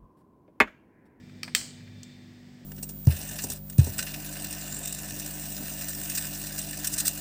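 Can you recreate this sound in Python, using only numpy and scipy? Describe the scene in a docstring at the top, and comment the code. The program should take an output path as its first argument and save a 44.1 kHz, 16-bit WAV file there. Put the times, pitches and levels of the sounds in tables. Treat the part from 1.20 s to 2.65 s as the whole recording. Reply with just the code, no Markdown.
"""Pipette clicks in a laboratory

A hand-held plastic pipette is worked close by in a small, hard-walled room. Its plunger catches,
snaps loudly and later ticks once; each click rings the barrel, the spring and the room. The hand knocks
softly on the barrel. Motor-driven equipment hums and whines faintly over the ventilation noise."""
import sys
import numpy as np
from scipy import signal
from scipy.fft import rfft, irfft
from scipy.io import wavfile
from scipy.ndimage import uniform_filter1d

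SR = 44100
rng = np.random.default_rng(int(sys.argv[2]) if len(sys.argv) > 2 else 0)


def file_out(sig):
    """Save sig as 16-bit WAV at sys.argv[1]."""
    # one column per channel
    cols = np.atleast_2d(sig).T
    # limit, then scale
    lim = np.clip(cols, -1, 1)
    pcm = np.round(lim * 32767).astype(np.int16)
    wavfile.write(sys.argv[1], SR, pcm)


N = 63945

# A "colour" says how strong each pitch is compared with the others.
# steady moving air (frequency [Hz], level [dB])
AIR_COLOUR = [(20, -50), (36, -37), (47, -2), (75, -11), (110, -1), (175, 3), (215, -2.5), (290, -4),
              (350, -6), (430, -13), (700, -17.5), (1100, -23), (1500, -22), (1850, -14.5), (2300, -18.5),
              (2700, -23), (3400, -21), (4100, -27.5), (5000, -21), (6000, -28.5), (8300, -28), (9500, -45),
              (13000, -39), (15500, -37.5)]
# a low rumble (frequency [Hz], level [dB])
RUMBLE_COLOUR = [(35, -40), (75, -16.5), (115, 2.5), (175, -1), (230, -10), (340, -11.5), (600, -20),
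                 (3000, -56)]
# the rumble eases off (time [s], level [dB])
RUMBLE_SWELL = [(0, -56), (.4, -54.5), (.7, -56), (.9, -64.5), (1.45, -61.5)]
# a hollow rush (frequency [Hz], level [dB])
RUSH_COLOUR = [(250, -30), (550, 0), (780, -4), (1050, -20), (2500, -45)]
# the rush swells, dips and grows again (time [s], level [dB])
RUSH_SWELL = [(0, -89), (.5, -68.5), (.9, -79), (1.2, -73.5), (1.45, -73)]
# a soft hiss (frequency [Hz], level [dB])
HISS_COLOUR = [(1200, -21.5), (1900, -1), (2350, 1), (2700, -2.5), (3300, -2.5), (3560, 3.5), (3850, 0.5),
               (4400, 1), (5200, -4), (8000, -17), (10000, -27.5), (16000, -21.5)]
# the hiss swells twice and fades (time [s], level [dB])
HISS_SWELL = [(0, -74), (.45, -57.5), (.7, -64), (.92, -61.5), (1.15, -68), (1.45, -70)]
# tones of the motor hum (frequency [Hz], level [dB], size of the waver [dB])
HUM_TONES = [(98.9, -60, 0), (100.86, -60.5, 4.5), (149.2, -58, 1), (196.2, -60.5, 0), (245.6, -52.5, 0),
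             (329, -67, 4.5), (745, -81, 4), (1720, -76, 1), (1900, -84, -5), (1910, -78.5, -1)]
# two thin whines swell and fade (time [s], lower tone's level [dB], higher tone's level [dB])
WHINE_SWELL = [(0, -71, -76), (.6, -69, -70.5), (.75, -70, -69), (.9, -68, -64.5), (1.15, -88.5, -76),
               (1.3, -93, -78), (1.45, -89.5, -92)]
# the hand knocks on the barrel (time [s], gain [dB], fade time [s], bass gain [dB])
HAND_KNOCKS = [(0.0977, -54, 0.013, -6), (0.2783, -47, 0.072, 2), (0.2799, -44, 0.018, -1.5),
               (0.4128, -43, 0.018, -18), (0.606, -59, 0.072, -14), (0.676, -57, 0.05, -7)]
# the dull sound of a knock (frequency [Hz], level [dB])
DULL_COLOUR = [(60, -25), (150, 0), (450, -6), (800, -1), (1200, -2), (1700, 1), (2100, 1), (2600, 0),
               (2950, -14), (4600, -8), (5600, -17), (9000, -28), (16000, -30)]
# plunger clicks (time [s], gain [dB], rattle gain [dB], rattle fade time [s],
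# ten gains, one for each of CLICK_BANDS_HZ [dB], gain of room and spring [dB])
PLUNGER_CLICKS = [(0.2317, -12.5, 2, 0.024, 4, -0.5, 0.5, -11, 1.5, -15, -1, -21, -0.83, -7.5, -0.5),
                  (0.349, 0.5, -1, 0.018, -1, -0.5, 0, -1.5, 0, 0, 2.5, 1, -0.2, 3, 0),
                  (0.832, -28.5, 5, 0.022, -7, -15.5, -11.5, -8, -2.5, 3, -2.5, -10, -2, -3.5, -2.5)]
# pitches at which each click is turned up or down (frequency [Hz])
CLICK_BANDS_HZ = (1250, 1850, 2450, 3640, 5020, 7400, 8600, 10000, 11400, 14500)
# the sharp crack of the plunger stopping (frequency [Hz], level [dB])
STOP_COLOUR = [(200, -24.5), (800, -16.5), (1400, -6.5), (2200, 2), (4700, 5), (6500, 2.5), (8400, 3),
               (9700, -8.5), (13000, -11.5), (15500, -24)]
# ringing tones of the plastic barrel (frequency [Hz], relative level [dB], fade time [s])
BARREL_TONES = [(1246, -11.5, 0.026), (1736, -3, 0.024), (1988, 2, 0.016), (2482, -10, 0.014),
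                (2700, -5, 0.014), (3150, 3.5, 0.02376), (3730, -5, 0.0097), (4500, 2.5, 0.014),
                (5300, -2, .015), (5530, -5, 0.018), (6070, -12.5, 0.0271), (7320, 1.5, 0.018),
                (8000, 1, 0.0161), (8820, -5, 0.017), (14300, -10.5, 0.014), (15270, -10, 0.023)]
# long, thin ring of the steel return spring (frequency [Hz], relative level [dB], fade time [s])
SPRING_TONES = [(3193, 1, 0.37), (4390, -8.5, 0.39), (4530, -0.5, 0.34), (4740, -5, 0.25),
                (5240, -5.5, 0.58), (5160, -20, 0.35), (7000, 1, .4), (7700, 2.5, 0.36), (7630, -4, 0.33),
                (8000, -2, 0.48)]
# first echoes from bench and walls (delay [s], gain [dB])
ECHOES = [(0.0106, -15), (0.0167, -15.5)]
# how those surfaces colour the echoes (frequency [Hz], gain [dB])
ECHO_COLOUR = [(2000, -1.5), (4500, 7.5), (8000, -12.5), (14000, -2.5)]
# the room's lingering ring (frequency [Hz], relative level [dB], fade time [s])
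ROOM_BANDS = [(401, -7.5, 1), (1030, -7.5, 0.55), (2043, 2.5, 0.43), (2780, -7.5, 0.47), (3000, 4.5, 0.57),
              (3560, -4, 0.34), (4327, 7, 0.5), (5100, 5, 0.5), (5360, 4.5, 0.36), (7000, 2, 0.54),
              (7460, 9.5, 0.41), (8530, 5, 0.4), (9400, -7.5, 0.36), (12900, -11.5, 0.26),
              (15000, -3, 0.28), (16000, -6, 0.17)]


def undb(db):
    """Turn decibels into a number to multiply by."""
    return 10 ** (np.asarray(db) / 20)


def unit(x):
    """Scale a signal to an average (rms) size of 1."""
    return x / np.sqrt(np.mean(x ** 2))


def fade(fade_s):
    """Die away from 1, dropping 60 dB over the fade time."""
    return undb(-60 * np.arange(N) / SR / fade_s)


def delay(x, s):
    """The same sound, s seconds later."""
    return np.concatenate([np.zeros(max(int(round(s * SR)), 0)), x])[:N]


def gains(points):
    """Join the points of a colour into a gain for every frequency."""
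    hz, db = np.array(points).T
    all_hz = np.arange(N + 1) * SR / (2 * N)
    return undb(np.interp(np.log(all_hz + 1), np.log(hz), db))


def colour(x, points):
    """Filter a sound to give it a colour."""
    cepstrum = irfft(np.log(gains(points)))
    # fold the filter so that it rings after a hit, never before
    cepstrum[1:N] *= 2
    cepstrum[N + 1:] = 0
    return irfft(rfft(x, 2 * N) * np.exp(rfft(cepstrum)))[:N]


def air(points):
    """Moving air makes steady noise, here with the given colour."""
    spectrum = rfft(rng.standard_normal(2 * N))
    return unit(irfft(spectrum * gains(points))[:N])


def swell(points):
    """A gain that glides through (time [s], level [dB]) points."""
    times, db = np.array(points).T
    return undb(np.interp(np.arange(N) / SR, times, db))


def ventilation(steady_db=-55):
    """Steady moving air, with a rumble, a hollow rush and a soft hiss that come and go."""
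    steady = air(AIR_COLOUR) * undb(steady_db)
    rumble = air(RUMBLE_COLOUR) * swell(RUMBLE_SWELL)
    rush = air(RUSH_COLOUR) * swell(RUSH_SWELL)
    hiss = air(HISS_COLOUR) * swell(HISS_SWELL)
    return steady + rumble + rush + hiss


def drift(per_s):
    """A smooth random wander, about 1 in size."""
    gap = int(SR / per_s)
    steps = rng.standard_normal(256)
    path = np.interp(np.arange(N) / gap, np.arange(len(steps)), steps)
    return unit(uniform_filter1d(path, gap))


def tone(hz):
    """A pure tone with a steady or moving pitch."""
    cycles = np.cumsum(hz * np.ones(N)) / SR + rng.random()
    return np.sqrt(2) * np.sin(2 * np.pi * cycles)


def motor_hum():
    """Turning motors hum with several tones, most of them wavering in loudness."""
    return sum(undb(db + waver_db * drift(per_s=6.66)) * tone(hz) for hz, db, waver_db in HUM_TONES)


def motor_whine(pitches_hz=(2354, 3585), waver_hz=9):
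    """The equipment gives off two thin whines of unsteady pitch."""
    times, *levels = np.array(WHINE_SWELL).T
    return sum(swell(list(zip(times, db))) * tone(hz + waver_hz * drift(per_s=45))
               for hz, db in zip(pitches_hz, levels))


def hand_knocks(attack_s=0.00063, push_db=16):
    """The hand meets the plastic with a dull push and a short scuff, some fuller than others."""
    rise = 1 - np.exp(-np.arange(N) / SR / attack_s)
    push = undb(push_db) * signal.unit_impulse(N)
    out = np.zeros(N)
    for start_s, db, fade_s, bass_db in HAND_KNOCKS:
        scuff = rng.standard_normal(N) * rise * fade(fade_s)
        knock = colour(push + scuff, DULL_COLOUR)
        knock = colour(knock, [(1001, bass_db), (1700, 0)])
        out += undb(db) * delay(knock, start_s)
    filter_gain = np.sqrt(np.mean(gains(DULL_COLOUR) ** 2))
    return out * 2 / filter_gain


def ring(tones):
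    """A struck part rings with its own tones, each dying away at its own speed."""
    t = np.arange(N) / SR
    return sum((-1) ** k * undb(db) * fade(fade_s) * np.sin(2 * np.pi * hz * t)
               for k, (hz, db, fade_s) in enumerate(tones))


def click(rattle_db, rattle_fade_s, tail_db, rebound_s=0.0019):
    """A hard stop and its rebound ring barrel and spring while loose parts rattle; the room answers."""
    stop = undb(-8) * signal.unit_impulse(N)
    rebound = undb(-3) * delay(stop, rebound_s)
    rattle = undb(rattle_db - 12) * rng.standard_normal(N) * fade(rattle_fade_s)
    crack = colour(stop + rebound + rattle, STOP_COLOUR)
    barrel = undb(-17) * ring(BARREL_TONES)
    spring = undb(-43.5) * ring(SPRING_TONES)
    echoes = sum(undb(db) * delay(crack, s) for s, db in ECHOES)
    tail = colour(echoes, ECHO_COLOUR) + room_ring() + spring
    return crack + barrel + undb(tail_db) * tail


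def room_ring(gain_db=-32, onset_s=0.004):
    """Many bounces off hard walls blur into noise whose treble fades first."""
    spectrum = rfft(rng.standard_normal(N))
    all_hz = np.arange(N // 2 + 1) * SR / N
    hz, levels_db, fades_s = np.array(ROOM_BANDS).T
    bands = [irfft(spectrum * np.interp(all_hz, hz, pick), N) * undb(db)
             for pick, db in zip(np.eye(len(hz)), levels_db)]
    tail = sum(band * fade(s) for band, s in zip(bands, fades_s)) / np.std(sum(bands))
    early_boost = 1 + undb(-8.5) * fade(fade_s=0.19)
    return delay(tail * early_boost, onset_s) * undb(gain_db)


def pipette():
    """The plunger clicks three times, each with its own strength and brightness."""
    out = np.zeros(N)
    for start_s, db, rattle_db, rattle_fade_s, *bands_db, tail_db in PLUNGER_CLICKS:
        sound = click(rattle_db, rattle_fade_s, tail_db)
        sound = colour(sound, list(zip(CLICK_BANDS_HZ, bands_db)))
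        out += undb(db) * delay(sound, start_s)
    return out


def scene():
    """The pipette over the sound of the laboratory, in one channel."""
    return (ventilation() + motor_hum() + motor_whine() + pipette() + hand_knocks())[None]


def record(dry, top_hz=15750):
    """A steep filter cuts the highest treble."""
    return signal.sosfilt(signal.ellip(8, .2, 70, top_hz, fs=SR, output="sos"), dry)


dry = scene()
out = record(dry)
file_out(out)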